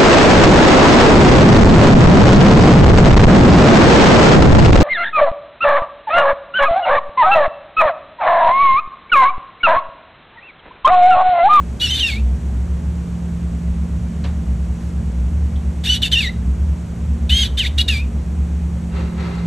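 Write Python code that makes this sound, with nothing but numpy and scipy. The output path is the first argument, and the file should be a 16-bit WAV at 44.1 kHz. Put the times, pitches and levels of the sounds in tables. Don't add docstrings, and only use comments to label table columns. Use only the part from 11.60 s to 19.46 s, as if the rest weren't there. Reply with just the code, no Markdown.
import sys
import numpy as np
from scipy import signal
from scipy.fft import rfft, irfft
from scipy.io import wavfile
from scipy.ndimage import uniform_filter1d

SR = 44100
rng = np.random.default_rng(int(sys.argv[2]) if len(sys.argv) > 2 else 0)


def dump(signal):
    limited = np.clip(np.atleast_2d(signal).T, -1, 1)
    pcm = np.round(limited * 32767).astype(np.int16)
    wavfile.write(sys.argv[1], SR, pcm)


N = 346626

# start in seconds, end in seconds, kind of repeat, level in dB against the whistle.
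REPEAT_SPELLS = [(0.219, 0.282, "pairs", -12.5), (0.294, 0.354, "threes", -23.),
                 (0.427, 0.476, "threes", -23), (0.468, .515, "threes", -15.5), (.53, 0.555, "pairs", -18),
                 (4.238, 4.285, "threes", -16), (4.294, 4.36, "pairs", -14.5),
                 (4.439, 4.475, "threes", -24), (4.53, 4.542, "threes", -21),
                 (4.555, 4.586, "threes", -17.5), (4.6, 4.623, "threes", -14.5),
                 (5.705, 5.836, "threes", -19), (5.766, 5.855, "pairs", -17), (5.988, 6.047, "threes", -18),
                 (6.184, 6.201, "threes", -23), (6.221, 6.222, "threes", -2), (6.289, 6.293, "threes", -5.),
                 (6.301, 6.349, "threes", -16.5), (6.29, 6.393, "pairs", -17)]
SPELL_RAMP_S, SPELL_FLOOR_DB = 0.0059, -53.5


def from_db(db):
    return 10 ** (np.asarray(db) / 20)


def rms_one(x):
    return x / np.sqrt(np.mean(x ** 2) + 1e-20)


def in_time(rows):
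    s, *columns = np.transpose(rows)
    return [np.interp(np.arange(N) / SR, s, c) for c in columns]


def between(t0, t1, rise_s, fall_s):
    t = np.arange(N) / SR
    return np.clip(np.minimum((t - t0) / rise_s + .5, (t1 - t) / fall_s + .5), 0, 1)


def coloured(spectrum):
    hz, level_db = np.transpose(spectrum)
    grid_hz = np.maximum(np.arange(N // 2 + 1) * SR / N, 1)
    gain = from_db(np.interp(np.log(grid_hz), np.log(hz), level_db, left=-90, right=-90))
    return rms_one(irfft(rfft(rng.standard_normal(N)) * gain, N))


def resonate(x, hz, width_hz):
    r = np.exp(-np.pi * width_hz / SR)
    b = np.array([1, 0, -1]) * (1 - r * r) / 2
    a = [1, -2 * r * np.cos(2 * np.pi * hz / SR), r * r]
    return signal.lfilter(b, a, signal.lfilter(b, a, x))


def band(x, low_hz, high_hz, order):
    return signal.sosfilt(signal.butter(order, [low_hz, high_hz], "band", fs=SR, output="sos"), x)


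def wobble(rate_hz):
    return rms_one(signal.sosfilt(signal.butter(2, rate_hz, fs=SR, output="sos"), rng.standard_normal(N)))


def sine(cycles, level_db):
    return np.sqrt(2) * from_db(level_db) * np.sin(2 * np.pi * cycles)


def evened(x, window_s):
    return x / np.sqrt(uniform_filter1d(x ** 2, size=max(round(window_s * SR), 1)) + 1e-12)


def chick():
    # time in seconds, whistle pitch in Hz, whistle level in dB,
    # throat rasp level in dB, octave level in dB.
    peeps = [
        [(0.198, 2863, -58, -33, -59), (0.218, 2874, -21, -21, -35), (0.24, 2984, -16.5, -23, -43),
         (0.26, 2855, -20, -24, -30), (0.272, 2730, -33, -20, -41), (0.286, 2672, -29, -32, -30),
         (0.298, 2920, -23.5, -28, -32), (0.312, 3177, -21, -18, -38), (0.33, 3001, -18.5, -33, -38),
         (0.344, 3093, -20, -21.5, -36), (0.376, 3068, -38, -23, -43), (0.388, 2853, -33, -26, -56),
         (0.398, 2931, -23, -21, -32), (0.41, 3184, -21, -26, -40.5), (0.44, 2783, -15.5, -30, -38),
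         (0.466, 2755, -19, -33, -36), (0.476, 2720, -29, -21, -38), (0.49, 2576, -22.5, -27, -39),
         (0.504, 2323, -25.5, -27, -44), (0.514, 2247, -35, -29, -37), (0.538, 2179, -28, -34, -37),
         (0.56, 2226, -37, -36, -60), (0.566, 2297, -32, -41, -52.5), (0.576, 2368, -33, -47.5, -72),
         (0.594, 2620, -39, -50, -72), (0.612, 2765, -57, -63, -75)],
        [(4.238, 2123, -53, -26.5, -50.5), (4.268, 2554, -35, -16, -55), (4.278, 2739, -26, -24, -36),
         (4.302, 2990, -16, -23, -32), (4.336, 2984, -18, -22, -30), (4.35, 2858, -22, -18, -34),
         (4.36, 2819, -43.5, -21, -39), (4.385, 2990, -38, -38, -62)],
        [(4.418, 2833, -47, -30, -48), (4.424, 2858, -29, -19.5, -35), (4.434, 3054, -14, -20.5, -38),
         (4.446, 2795, -21.5, -20, -57), (4.462, 2684, -30, -17, -48), (4.485, 2663, -48, -31, -73)],
        [(4.515, 2772, -49, -23, -62), (4.529, 3027, -21, -17, -29), (4.537, 3164, -14, -18, -36),
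         (4.567, 2680, -19, -35, -39), (4.591, 2865, -14, -23, -38), (4.603, 2733, -21.5, -31, -38),
         (4.611, 2560, -22, -25, -47), (4.621, 2361, -30, -24, -35), (4.653, 2048, -25, -30.5, -34),
         (4.677, 1880, -30, -38, -24.5), (4.697, 2045, -25.5, -49, -48), (4.711, 2119, -58, -62, -68),
         (4.73, 2038, -55.5, -58, -62)],
        [(5.694, 2385, -36, -22.5, -60), (5.708, 2944, -20, -22, -40), (5.73, 3029, -17, -24, -45),
         (5.748, 3194, -19, -26, -31), (5.79, 3224, -19.5, -19, -36), (5.82, 3250, -20, -22, -30),
         (5.836, 3027, -17.5, -19, -31), (5.858, 2907, -47, -23.5, -47), (5.88, 2972, -51, -39, -61)],
        [(5.973, 2970, -31, -27, -54), (5.993, 3259, -24, -16, -30), (6.003, 3066, -14, -28, -54),
         (6.029, 2510, -27, -31.5, -41), (6.055, 1867, -30, -25.5, -29), (6.069, 2439, -29, -24.5, -58),
         (6.079, 2900, -43, -31, -52), (6.09, 2942, -55, -45.5, -62)],
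        [(6.178, 2815, -47.5, -30, -53), (6.186, 2825, -28, -12, -37), (6.198, 2873, -13, -22, -42),
         (6.216, 2865, -32, -16.5, -48), (6.232, 2973, -44, -36, -59)],
        [(6.279, 2710, -51, -26, -51), (6.287, 2750, -27, -13, -39), (6.299, 2850, -15.5, -26, -46),
         (6.309, 2680, -25, -23, -45.5), (6.345, 2390, -25.5, -28, -35), (6.373, 2303, -28.5, -30, -45.5),
         (6.403, 2420, -32.5, -42, -55), (6.427, 2597, -38, -69, -70), (6.455, 2350, -54, -57, -77)],
    ]
    hz, whistle_db, rasp_db, octave_db = in_time(np.concatenate(peeps))
    gates = [between(p[0][0], p[-1][0], rise_s=0.0043, fall_s=0.0072) for p in peeps]
    sounding = np.minimum(sum(gates), 1)
    cycles = np.cumsum(hz * (1 + 0.00498 * wobble(227.0))) / SR
    tone = whistle(cycles, hz, whistle_db, octave_db)
    voiced = flutter(cycles, width_hz=45., count=24)
    rasp = throat_rasp(voiced, rasp_db)
    return sounding * (tone + rasp + breath(voiced, rasp_db))


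def whistle(cycles, hz, whistle_db, octave_db):
    # multiple of the whistle pitch, level in dB against its group's level.
    overtones = [(3, 0.1), (4, -7.)]
    halves = [(.5, -14.), (1.5, -1.), (2.5, -12.)]
    thirds = [(2 / 3, -.5), (5 / 3, -9.), (7 / 3, -11.), (8 / 3, -12.), (10 / 3, -16.)]
    overtone_db, fourth_db = -17, -3
    half_db = whistle_db + spell_db("pairs")
    third_db = whistle_db + spell_db("threes")
    tone = sine(cycles, whistle_db + 2.26 * wobble(117.0))
    tone += sine(2 * cycles, octave_db)
    tone += sines(cycles, overtones, octave_db + overtone_db)
    tone += sines(cycles, halves, half_db)
    tone += sines(cycles, thirds, third_db)
    four_thirds_db = third_db + fourth_db + lift_db(4 / 3 * hz) + 3.5 * wobble(80.)
    return tone + sine(4 / 3 * cycles, four_thirds_db)


def sines(cycles, partials, level_db):
    return sum(sine(k * cycles, level_db + db) for k, db in partials)


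def spell_db(repeat):
    gain = from_db(SPELL_FLOOR_DB)
    for t0, t1, kind, db in REPEAT_SPELLS:
        if kind == repeat:
            gain = gain + from_db(db) * between(t0, t1, SPELL_RAMP_S, SPELL_RAMP_S)
    return 20 * np.log10(gain)


def lift_db(hz):
    centre_hz, half_width_hz, peak_db = 3640, 200, 16
    return peak_db / (1 + ((hz - centre_hz) / half_width_hz) ** 2)


def flutter(cycles, width_hz, count):
    lines = 0
    for k in range(3, count):
        if k % 6:
            lines = lines + np.tanh(wobble(width_hz)) * np.sin(2 * np.pi * (k / 6 * cycles + rng.random()))
    return rms_one(lines)


def throat_rasp(voiced, rasp_db):
    # centre in Hz, width in Hz, relative level in dB.
    throat = [(3610, 480, -0.5), (3470, 100, -6), (2987, 420, -7.5), (4220, 260, -10.5), (2210, 870, -37),
              (1694, 120, -14.5)]
    locked_drop_db = 6
    air = rng.standard_normal(N) * from_db(2.3 * wobble(72.0))
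    source = voiced + from_db(-4.5) * air
    rasp = evened(sum(from_db(db) * resonate(source, hz, w) for hz, w, db in throat), window_s=0.017)
    spells = [between(row[0], row[1], SPELL_RAMP_S, SPELL_RAMP_S) for row in REPEAT_SPELLS]
    locked = np.minimum(sum(spells), 1)
    return from_db(rasp_db - locked_drop_db * locked) * rasp


def breath(voiced, rasp_db):
    # frequency in Hz, relative density in dB per Hz.
    hiss_spectrum = [(1200, -11), (1600, 3), (4000, 9), (6000, -3), (8500, -2.5), (10000, -15.5),
                     (12000, -3.5), (16000, -17.5)]
    follow_share, upper_share = 0.68, .7
    gain_db = -40.5 + follow_share * (rasp_db + 26)
    upper = rms_one(band(voiced, 5300., 9000., order=2))
    return from_db(gain_db) * (from_db(6.5) * coloured(hiss_spectrum) + upper_share * upper)


def room(x):
    t60_s, first_echo_s = 0.29, .006
    t = np.arange(SR // 2) / SR
    tail = rng.standard_normal(len(t)) * from_db(-60 * t / t60_s) * (t > first_echo_s)
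    return signal.fftconvolve(x, tail / np.linalg.norm(tail))[:N]


def rustle():
    # start in seconds, swell in seconds, low-band level in dB,
    # high-band level in dB, hold in seconds, fade in dB per second.
    drags = [(7.267, 0.094, -35.5, -40, 0.046, 77), (7.549, 0.052, -36, -38.5, 0.085, 41)]
    # frequency in Hz, relative density in dB per Hz.
    grain_spectrum = [(800, -0.5), (1300, -2.2), (2500, -6.5), (3100, -12.5), (4000, -9.5), (5500, -18.5),
                      (8000, -27)]
    rings_hz = [1306, 2070, 2720, 3870]
    t = np.arange(N) / SR
    low_gain, high_gain = 0, 0
    for start_s, swell_s, low_db, high_db, hold_s, fade_db_per_s in drags:
        rise = np.clip((t - start_s) / swell_s, 0, 1) ** 2
        swell = rise * from_db(-fade_db_per_s * np.maximum(t - start_s - swell_s - hold_s, 0))
        low_gain = low_gain + from_db(low_db) * swell
        high_gain = high_gain + from_db(high_db) * swell
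    white = rng.standard_normal(N)
    low = band(white, 280.0, 1060.0, order=2)
    low += from_db(11.0) * resonate(white, 390.0, 110.)
    low += from_db(9.0) * resonate(white, 527.0, 49.0)
    grain = coloured(grain_spectrum) * from_db(1.1 * wobble(40.))
    high = grain + sum(from_db(6.0) * resonate(grain, hz, 56.0) for hz in rings_hz)
    return low_gain * rms_one(low) + high_gain * rms_one(high)


def knocks():
    # start in seconds, initial level in dB, lowest Hz, highest Hz, 60 dB decay in seconds.
    bursts = [(2.64, -37, 1600, 4000, 0.23), (2.645, -34.5, 170, 1240, 0.3), (2.9, -57., 4700, 8300, .12),
              (3.956, -46.5, 3100, 3640, 0.15)]
    t = np.arange(N) / SR
    out = np.zeros(N)
    for start_s, db, low_hz, high_hz, t60_s in bursts:
        fall = from_db(db - 60 * np.maximum(t - start_s, 0) / t60_s) * (t >= start_s)
        out += fall * rms_one(band(rng.standard_normal(N), low_hz, high_hz, order=2))
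    return out


def brush():
    # start in seconds, rise in seconds, length in seconds, level in dB.
    stroke = (3.2, .04, .2, -56)
    start_s, rise_s, length_s, db = stroke
    swell = between(start_s, start_s + length_s / 2, rise_s, length_s)
    return from_db(db) * swell * rms_one(band(rng.standard_normal(N), 2500., 9000., order=2))


def fan_hum():
    # time in seconds, lower tone level in dB, upper tone level in dB.
    swell = [(0.0, -25, -29), (0.17, -24.5, -44.5), (0.26, -41, -26), (0.72, -19, -25), (1.58, -32, -26),
             (2.28, -21.5, -23.5), (2.49, -30, -33), (2.58, -49, -18.5), (2.91, -19, -29.5),
             (3.11, -19.5, -22), (3.17, -32, -56), (3.26, -34, -20.5), (3.61, -15.5, -38),
             (3.72, -27.5, -18), (4.73, -27, -30), (4.86, -13.5, -24.5), (5.03, -29, -14.5),
             (5.39, -29, -34), (5.45, -21, -20.5), (7.86, -31.5, -27)]
    tones_hz = [63.46, 72.17]
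    waver_db, waver_hz = 3., 4.6
    hum = np.zeros(N)
    for hz, db in zip(tones_hz, in_time(swell)):
        cycles = np.cumsum(hz + 0.85 * wobble(3.32)) / SR
        hum += sine(cycles, db + waver_db * wobble(waver_hz))
    return hum


def motor_tone():
    # time in seconds, level in dB.
    swell = [(0.0, -32.5), (0.61, -52), (0.72, -36.5), (1.62, -26), (3.94, -32), (5.71, -31), (6.15, -49),
             (6.67, -30), (7.82, -25), (7.86, -18.5)]
    level_db, = in_time(swell)
    return sine(np.cumsum(172.5 + 0.39 * wobble(1.35)) / SR, level_db)


def duct_ringing():
    # centre in Hz, width in Hz, level in dB.
    modes = [(34.5, 18, -44), (109.2, 19.2, -34.5), (151.35, 25.4, -37.5), (215.9, 13.4, -37.5),
             (230.8, 4.08, -42), (272, 10, -49), (77.4, 54, -44)]
    return sum(from_db(db) * rms_one(resonate(rng.standard_normal(N), hz, w)) for hz, w, db in modes)


def air_hiss():
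    # frequency in Hz, relative density in dB per Hz.
    spectrum = [(25, -23), (120, 1), (300, 1), (600, -7.5), (1200, -15), (2500, -20.5), (4500, -28.5),
                (5600, -25.5), (8200, -25.5), (10000, -36.5), (12000, -34.5), (16000, -44)]
    return from_db(-39) * coloured(spectrum)


def air_difference():
    # frequency in Hz, relative density in dB per Hz.
    spectrum = [(120, -34), (200, 7), (320, 0), (800, -1.5), (1400, -10), (1950, -17), (2200, -69)]
    return from_db(-46) * coloured(spectrum)


def scene():
    voice, hum, far = chick(), fan_hum(), rustle()
    duct = motor_tone() + duct_ringing()
    mid = voice + from_db(-17) * room(voice)
    mid = mid + hum + duct + knocks() + brush() + far + air_hiss()
    side = -from_db(-20.5) * duct - from_db(-51.0) * hum + air_difference()
    side += from_db(-33.5) * band(room(voice), 1600.0, 4200., order=3)
    side += from_db(-4.0) * band(rustle(), 200., 4050.0, order=3)
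    side -= from_db(-18.5) * band(far, 200., 1500., order=3)
    return np.array([mid + side, mid - side])


def record(dry):
    mid, side = (dry[0] + dry[1]) / 2, (dry[0] - dry[1]) / 2
    side = side + from_db(1.0) * band(resonate(mid, 4940, 640), 4330, 6260, order=6)
    side = side + from_db(-2.5) * band(mid, 8100, 10300, order=6)
    side = side + from_db(6.5) * band(mid, 11100, 15000, order=4)
    b, a = signal.iirnotch(5050, 14., fs=SR)
    mid = 0.9 * signal.lfilter(b, a, mid) + 0.24 * mid
    mid = signal.sosfilt(signal.cheby2(12, 45, 12700, fs=SR, output="sos"), mid)
    cutoff_hz = 15800
    lowpass = signal.ellip(12, .5, 80, cutoff_hz, fs=SR, output="sos")
    return signal.sosfilt(lowpass, [mid + side, mid - side])


dry = scene()
out = record(dry)
dump(out)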